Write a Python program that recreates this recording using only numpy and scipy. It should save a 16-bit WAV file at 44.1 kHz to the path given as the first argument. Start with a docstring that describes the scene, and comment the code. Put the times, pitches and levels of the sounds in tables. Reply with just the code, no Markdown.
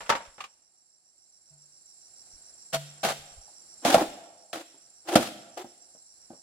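"""Two crickets and a chorus of insects buzz on a wooded slope. A bamboo pole clatters off a pile, footsteps
and pole thump dully on the ground, and a thin cane taps twice. The pole's hollow tube rings as it is
stood on end. It is rammed twice into a post hole, near 4 s and 5 s: its foot scrapes through gritty soil
and lands with a thud. A few light bumps follow. Throughout, the trees scatter the pole's sounds back."""
import sys
import numpy as np
from scipy import signal
from scipy.fft import rfft, irfft, next_fast_len
from scipy.io import wavfile
from scipy.ndimage import uniform_filter1d

SR = 44100
rng = np.random.default_rng(int(sys.argv[2]) if len(sys.argv) > 2 else 0)


def output_pcm(signal):
    """Save a mono or channel-first signal as 16-bit PCM at the path in sys.argv[1].

    Samples are clipped to [-1, 1] before scaling.
    """
    pcm = np.clip(np.atleast_2d(signal).T, -1, 1) * 32767
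    wavfile.write(sys.argv[1], SR, np.round(pcm).astype(np.int16))


N = 283122
TIME = np.arange(N) / SR
AGE = np.arange(int(.8 * SR)) / SR  # seconds into a one-shot


def undb(db):
    """Decibels to gain."""
    return 10 ** (np.asarray(db) / 20)


def unit(x):
    """Scale to an rms of one."""
    return x / np.sqrt(np.mean(x ** 2))


def fade(t60, t=AGE):
    """Exponential decay, 60 dB down after t60 seconds."""
    return np.exp(-np.log(1000) * t / t60)


def walk(rate, size):
    """Smooth random drift with a spread near one."""
    hold = max(int(SR / rate), 1)
    stairs = np.repeat(rng.standard_normal(size // hold + 1), hold)
    return 1.6 * uniform_filter1d(stairs, hold)[:size]


def eq_gain(points, hz):
    """Gain of an EQ curve at the given frequencies."""
    f, db = np.transpose(points)
    return undb(np.interp(np.log(hz + 1), np.log(f), db))


def add(track, s, sound):
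    """Mix a sound into a track at s seconds."""
    start = max(int(s * SR), 0)
    track[:, start:start + sound.shape[1]] += sound[:, :N - start]


# stereo width of scattered sound: f/Hz, side over mid/dB
STEREO_WIDTH = [(60, -19.5), (250, -12), (740, -10), (1100, -1.5), (2500, -2), (8000, 2.5), (15000, -1.5)]
def noise(spectrum, size, source=None):
    """Coloured stereo noise at unit rms: narrow in the bass, wide in the treble."""
    source = rng.standard_normal((2, size)) if source is None else source
    order = next_fast_len(size)
    hz = np.fft.rfftfreq(order, 1 / SR)
    mid, side = irfft(rfft(source, order) * eq_gain(spectrum, hz), order)[:, :size]
    side = irfft(rfft(side, order) * eq_gain(STEREO_WIDTH, hz), order)[:size]
    return unit(np.array([mid + side, mid - side]))


def ring(modes, pitch, gains, crest_s=0):
    """Damped modes, lined up at the crest of the blow; higher ones reach the two sides out of step."""
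    out = 0
    for (hz, db, t60), gain in zip(modes, gains):
        skew = np.arctan(eq_gain(STEREO_WIDTH, hz)) * rng.choice([-1, 1]) * np.array([[1], [-1]])
        out = out + gain * undb(db) * fade(t60) * np.sin(2 * np.pi * hz * pitch * (AGE - crest_s) + skew)
    return out


def pulsing_cricket(hz=7435, pulse_s=.0054, droop_hz=35, waver_hz=25, between=.13):
    """One wing stroke after another, each a short, nearly pure and slightly falling tone."""
    period, first_s = 1 / 25, .022
    offset = (TIME - first_s + period / 2 + .0007 * walk(3.2, N)) % period - period / 2
    stroke = np.exp(-(offset / pulse_s) ** 2) * undb(1.7 * walk(25, N))
    pitch = hz - droop_hz * np.tanh(offset / pulse_s) + waver_hz * walk(200, N)
    phase = 2 * np.pi * np.cumsum(pitch) / SR
    return unit(np.array([(stroke + between * walk(120, N)) * np.sin(phase + lag) for lag in (0, 1.3)]))


def chirping_cricket(top_hz=6100, sweep_hz=1000, left_gain=.65):
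    """Chirps of six quick strokes, each sweeping downwards, at a slightly uneven pace."""
    period, first_s, stroke_s, strokes, uneven = .1396, .066, .0102, 6, .05
    cycle = (TIME - first_s) / period + uneven * walk(2, N)
    count = cycle % 1 * period / stroke_s
    envelope = np.sin(np.pi * count) ** 2 * (count < strokes) * (.72 + .33 * count / strokes)
    pitch = top_hz - sweep_hz * (count % 1) + 110 * walk(300, N)
    phase = 2 * np.pi * np.cumsum(pitch) / SR
    return unit(np.array([left_gain * envelope * np.sin(phase), envelope * np.sin(phase + 2.2)]))


# fader rides of the ambience: t/s, bed level/dB, pulsing cricket level/dB
AMBIENCE_RIDES = [(0.0, -55, -63), (0.64, -68, -74), (0.97, -68, -74), (2.23, -56, -62), (3.65, -56, -62),
                  (3.97, -53, -59), (4.29, -61, -67), (6.42, -59, -67)]
# sizzle of the far insects: f/Hz, level/dB
CHORUS_EQ = [(3300, -37), (3900, -13), (4350, -7), (4850, -9.5), (5400, -2.5), (5950, -5), (6500, -16.5),
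             (7050, -6), (7450, 5.5), (7900, -7), (8500, -8), (8900, -15), (9850, -2.5), (10800, -25.5),
             (15500, -30.5)]
# low wash of moving air: f/Hz, level/dB
AIR_EQ = [(15, -42), (25, -13), (54, -8), (182, -6), (299, -8), (345, -2.5), (416, -10), (742, -3),
          (992, -13.5), (1500, -11), (3500, -21), (4550, -53), (7700, -120)]
def hillside(chorus_db=1.5, chirp_db=-5, pulse_db=3, air_db=-13, flicker_db=.5, right_db=4):
    """Two near crickets and a blur of far insects, mostly from the brush on the right, over faint air."""
    s, *rides = np.transpose(AMBIENCE_RIDES)
    bed_fader, pulse_fader = (undb(np.interp(TIME, s, ride)) for ride in rides)
    chorus = noise(CHORUS_EQ, N) * undb(chorus_db + flicker_db * walk(140, N))
    air = bed_fader * noise(AIR_EQ, N) * undb(air_db + walk(6, N))
    chirps = undb(chirp_db) * chirping_cricket()
    pulses = undb(pulse_db) * pulsing_cricket()
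    pan = undb(np.array([[-right_db], [right_db]]) / 2)
    return (bed_fader * (chorus + chirps) + pulse_fader * pulses) * pan + air


# hits of the pole against the pile: t/s, level/dB, treble shelf/dB
PILE_HITS = [(.006, -39.5, 0), (.062, -46, 1), (.0935, -20.5, 1.5), (.1005, -15.2, -2.5),
             (.123, -20.5, -13), (.152, -26.5, -4.5), (.205, -41.5, -16), (.25, -51, 1), (.381, -45.5, -12)]
# wall modes of the piled poles: f/Hz, level/dB, t60/s
PILE_WALLS = [(556, -10, .08), (825, -1, .1), (922, -3, 0.21), (1124, -0.5, 0.11), (1327, -5, 0.14),
              (1774, -9, .1), (2176, -11, 0.044), (2870, -9.5, 0.044)]
# woody clack of the rattle: f/Hz, level/dB
CLACK_EQ = [(50, -24), (220, -13), (330, -19), (550, -2.5), (850, -5), (1600, -7.5), (3200, -14),
            (6000, -21), (10000, -30), (15000, -41)]
def pile_clatter(treble_hz=2200, ring_db=-6.5, pitch_scatter=.022, crack_t60=.068, t60_per_db=.0068):
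    """Hard knocks: the tube walls ring and the neighbouring poles rattle."""
    out = np.zeros((2, N))
    hardest_db = max(row[1] for row in PILE_HITS)
    polarity = (-1) ** np.arange(len(PILE_WALLS))
    for s, db, treble_db in PILE_HITS:
        # the hardest knock is a dry crack; lighter ones leave the pile rattling for longer
        rattle = noise(CLACK_EQ, len(AGE)) * fade(crack_t60 + t60_per_db * (hardest_db - db))
        treble = signal.sosfilt(signal.butter(1, treble_hz, "high", fs=SR, output="sos"), rattle)
        walls = ring(PILE_WALLS, 1 + pitch_scatter * rng.standard_normal(), polarity)
        add(out, s, undb(db) * (rattle + (undb(treble_db) - 1) * treble + undb(ring_db) * walls))
    return out


# dull low thumps on the ground, from footsteps and the pole: t/s, level/dB
THUMPS = [(.01, -61), (.259, -55), (2.328, -63), (3.188, -52), (3.308, -61), (3.366, -52.5), (4.071, -60)]
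# low-end weight of the ground: f/Hz, level/dB
GROUND_EQ = [(20, -5), (48, -5), (75, -5), (130, -22.5), (300, -32), (1000, -66)]
def ground_thumps(press_s=.016, knock_db=-40, ring_db=-20, landing_db=-44):
    """Dull pushes on the ground from the feet and from the pole's knocks, rings and landings."""
    out = np.zeros((2, N))
    push = AGE / press_s * np.exp(1 - AGE / press_s)
    layers = (THUMPS, 0), (PILE_HITS, knock_db), (TUBE_HITS, ring_db), (LANDINGS, landing_db)
    for cues, trim_db in layers:
        for s, db, *_ in cues:
            add(out, s, undb(db + trim_db) * noise(GROUND_EQ, len(AGE)) * push)
    return out


# two taps of a thin cane: t/s, level/dB
CANE_HITS = [(0.4042, -28.5), (.4385, -31.5)]
# wall modes of the cane: f/Hz (before tuning), level/dB, t60/s
CANE_WALLS = [(802, -9.5, 0.066), (1133, -5, 0.058), (1249, -4, 0.076), (1824, -15, .06),
              (2450, -12, 0.074), (2570, -6, 0.035), (2830, -9, 0.043), (3060, -9, 0.044)]
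# bright tick of the contact: f/Hz, level/dB
TICK_EQ = [(100, -18), (500, -14), (800, -4), (1200, -3), (1700, -8), (2800, -6), (4200, -11), (7000, -17),
           (15000, -35)]
def cane_taps(contact_s=.0017, tick_db=-7, tick_t60=.092, tuning=.97):
    """A lighter, higher clack: a tick of contact and a short hollow ring from the walls."""
    out = np.zeros((2, N))
    polarity = (-1) ** np.arange(len(CANE_WALLS))
    for s, db in CANE_HITS:
        tick = undb(tick_db) * noise(TICK_EQ, len(AGE)) * fade(tick_t60)
        walls = ring(CANE_WALLS, tuning, polarity)
        add(out, s, undb(db) * (tick + walls) * (1 - np.exp(-AGE / contact_s)))
    return out


# the pole shifting and catching: t/s, level/dB, upper mode trim/dB, catch spacing/s
TUBE_HITS = [(1.503, -59, -21, .02), (2.73, -37, -2, .0091), (3.034, -43.5, 2.5, .035)]
# one bending mode, the air column's odd series, then wall modes: f/Hz, level/dB, t60/s
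TUBE_PARTIALS = [(145.7, 4, 0.59), (392, -15, .25), (659, 16.5, 0.13), (960, 8, 0.13), (1150, -6, .12),
                 (1490, 4, 0.11), (2040, 2.5, .08), (2665, 5, 0.086), (3170, -2.5, 0.054),
                 (3806, -7.5, 0.098), (4400, 6, 0.1)]
def tube_rings(build_s=.014, catch_s=.004, catch_db=-3.5, catches=2):
    """The long pole bends and its air column sounds; further catches ring only the upper modes."""
    out = np.zeros((2, N))
    is_upper = np.arange(len(TUBE_PARTIALS)) > 0
    for s, db, upper_db, spacing_s in TUBE_HITS:
        body = ring(TUBE_PARTIALS, 1, undb(upper_db * is_upper)) * (1 - np.exp(-AGE / build_s))
        add(out, s, undb(db) * body)
        for k in range(1, catches + 1):
            catch = ring(TUBE_PARTIALS, 1, is_upper) * (1 - np.exp(-AGE / catch_s))
            add(out, s + k * spacing_s, undb(db + upper_db + k * catch_db) * catch)
    return out


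# crunch of the soil: f/Hz, level/dB
GRIT_EQ = [(60, -19), (200, -5), (700, -10), (1300, 3.5), (1900, -1.5), (3200, -1), (5200, -6), (7500, -9),
           (11000, -12), (15500, -22)]
def grit(grain_db=1.5):
    """Crushed soil: a dense run of grains of uneven size."""
    sizes = undb(grain_db * np.clip(walk(1500, len(AGE)), -2, 2))
    return noise(GRIT_EQ, len(AGE), rng.standard_normal((2, len(AGE))) * sizes)


# the pole's foot sliding: t/s, length/s, rasp level/dB, grit level/dB, swell/dB, air gap f/Hz
SLIDES = [(2.726, .033, -33, -27.5, 0, 195), (3.03, .088, -29.5, -29, -8, 205),
          (3.845, .096, -26.5, -27.5, 1.5, 290), (3.975, .066, -27, -38, -11, 315),
          (4.532, .08, -43, -43, -6, 320), (5.071, .074, -35.5, -38.5, 7, 355),
          (5.197, .09, -42.5, -38, -6, 240), (5.567, .052, -39, -43.5, -9, 355)]
# hollow rasp through the tube: f/Hz, level/dB
RASP_EQ = [(150, -40.5), (330, -14.5), (430, -13), (520, -4.5), (610, -7.5), (700, -2.5), (790, -3.5),
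           (930, -12.5), (1200, -19.5), (1900, -25.5), (4000, -43.5)]
def soil_scrapes(grip_s=.007, judder_db=1.46, gap_waver=.05, gap_rise_per_s=1.8):
    """Soil sticks and slips, rasping through the tube; the air gap round the foot rises in pitch."""
    snug_hz, snug_db, gap_db_per_octave = 290, -4, 18
    run_on_t60, run_on_per_s = .025, .75
    rim_s, rim_db = .028, -17
    out = np.zeros((2, N))
    for s, length, rasp_db, grit_db, swell_db, gap_hz in SLIDES:
        travel = np.minimum(AGE / length, 1) - .5
        # loose soil runs on for longer after a longer slide
        release_t60 = run_on_t60 + run_on_per_s * length
        force = (1 - np.exp(-AGE / grip_s)) * fade(release_t60, np.maximum(AGE - length, 0))
        force *= undb(swell_db * travel + judder_db * walk(160, len(AGE)))
        hz = gap_hz * (1 + gap_rise_per_s * length * travel) * (1 + gap_waver * walk(150, len(AGE)))
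        gap_tone = unit(np.sin(2 * np.pi * np.cumsum(hz) / SR) * (1 + .93 * walk(110, len(AGE))))
        # a narrower, higher gap speaks louder, up to the pitch of a snug fit
        gap_db = rasp_db + snug_db + gap_db_per_octave * min(np.log2(gap_hz / snug_hz), 0)
        rasp = undb(rasp_db) * noise(RASP_EQ, len(AGE))
        add(out, s, force * (rasp + undb(grit_db) * grit() + undb(gap_db) * gap_tone))
        if swell_db > 0:  # a stroke that gathers speed brushes the rim just before it grips
            envelope = np.minimum(AGE / rim_s, 1) * fade(release_t60, np.maximum(AGE - rim_s, 0))
            brush = noise(RASP_EQ, len(AGE)) + gap_tone + grit() / 2
            add(out, s - rim_s, undb(rasp_db + rim_db) * envelope * brush)
    return out


# body of pole and hole together: f/Hz (at pitch ratio 1), level/dB, t60/s
HOLE_MODES = [(112.9, -10.5, 0.063), (167.8, -9.5, 0.047), (213.7, -0.5, 0.075), (249, 0.5, 0.037),
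              (308, -2, 0.12), (508, -5, .08), (604.3, -2, 0.074), (682, 1, 0.071), (734, -4, .05),
              (811, -11, 0.083), (1124, -20, .12), (1401, -18, 0.11)]
def thud(db, pitch, bass_db, crunch_db, bass_edge_hz=420, give_s=.0044, give_s_per_db=.00007):
    """The soil gives way for a moment, crunches, and the pole answers with a short hollow note."""
    is_bass = np.array(HOLE_MODES)[:, 0] < bass_edge_hz
    note = ring(HOLE_MODES, pitch, undb(bass_db * is_bass), crest_s=.004175)
    knock = undb(-14) * noise(RASP_EQ, len(AGE)) * fade(t60=.2)
    crunch = undb(crunch_db) * grit() * fade(t60=.094)
    attack_s = give_s + give_s_per_db * abs(db)  # lighter landings sink in more slowly
    return undb(db) * ((note + knock) * (1 - np.exp(-AGE / attack_s)) + crunch)


# the pole's foot hitting soil: t/s, level/dB, pitch ratio, bass trim/dB, crunch trim/dB
LANDINGS = [(3.478, -48, 1.21, -25, -22), (3.85, -14.5, 1.02, -8.5, -10), (3.9425, -3.3, .99, -15, -14),
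            (4.015, -21.5, 1.04, -4, -20), (4.53, -28.5, 1.01, -15, -3), (4.741, -55, 1.3, 2, -30),
            (5.155, -6.2, 1.01, -2.3, -7.5), (5.195, -26, 1.1, 5.5, -15), (5.642, -36.5, 1.14, 0, -21),
            (5.947, -49, .92, -8, -21), (6.302, -39.5, 1.09, 2.5, -28), (6.33, -43, .84, -5, -22)]
def pole_landings(settle_s=.021, settle_db=-22.5, settle_pitch=.82, settle_bass_db=4):
    """The foot lands, then settles with a second, weaker and deeper thud."""
    out = np.zeros((2, N))
    for s, db, pitch, bass_db, crunch_db in LANDINGS:
        add(out, s, thud(db, pitch, bass_db, crunch_db))
        add(out, s + settle_s, thud(db + settle_db, pitch * settle_pitch, settle_bass_db, crunch_db))
    # a high-pass keeps sub-bass rumble out of the thuds
    return signal.sosfilt(signal.butter(2, 55, "high", fs=SR, output="sos"), out)


# reverb bands of the wood: f/Hz, level/dB, t60/s
REVERB_BANDS = [(100, 0, 0.79), (280, -1, .8), (646, -4, 1.156), (1300, -5.5, 0.98), (3000, 4.5, 0.75),
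                (7000, 1, .7), (13280, 7, 0.49)]
def tree_reverb(send, onset_s=.021, tail_s=1.4):
    """Trunks and leaves scatter a diffuse tail that dies sooner in the treble."""
    t = np.arange(int(tail_s * SR)) / SR
    size = next_fast_len(len(t))
    hz = np.fft.rfftfreq(size, 1 / SR)
    scatter = rfft(noise([(20, 0), (20000, 0)], len(t)), size)
    log_centres = np.log(np.array(REVERB_BANDS)[:, 0])
    tail = 0
    for (_, db, t60), solo in zip(REVERB_BANDS, np.eye(len(REVERB_BANDS))):
        crossover = np.interp(np.log(hz + 1), log_centres, solo)
        band = irfft(scatter * crossover, size)[:, :len(t)]
        tail = tail + undb(db) * fade(t60, t) * band
    tail *= 1 - np.exp(-(t / onset_s) ** 2)
    return signal.fftconvolve(send, tail / np.sqrt(np.sum(tail ** 2) / 2), axes=1)[:, :N]


def scene(pile_send_db=-27, scrape_send_db=-12.5, thud_send_db=-13, tube_send_db=-18):
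    """The pile sounds dry, with only a faint tail from the trees; the post hole's sounds carry more of the
    trees' answer."""
    knocks = pile_clatter() + cane_taps()
    scrapes, thuds, rings = soil_scrapes(), pole_landings(), tube_rings()
    reverb = tree_reverb(undb(pile_send_db) * knocks + undb(scrape_send_db) * scrapes
                         + undb(thud_send_db) * thuds + undb(tube_send_db) * rings)
    return knocks + scrapes + thuds + rings + ground_thumps() + reverb + hillside()


def record(dry):
    """Master chain: soft saturation rounds the highest peaks and a steep low-pass cuts the top."""
    headroom, top_hz = 1.3, 16000
    rounded = headroom * np.tanh(dry / headroom)
    return signal.sosfilt(signal.ellip(8, .2, 70, top_hz, fs=SR, output="sos"), rounded)


dry = scene()
out = record(dry)
output_pcm(out)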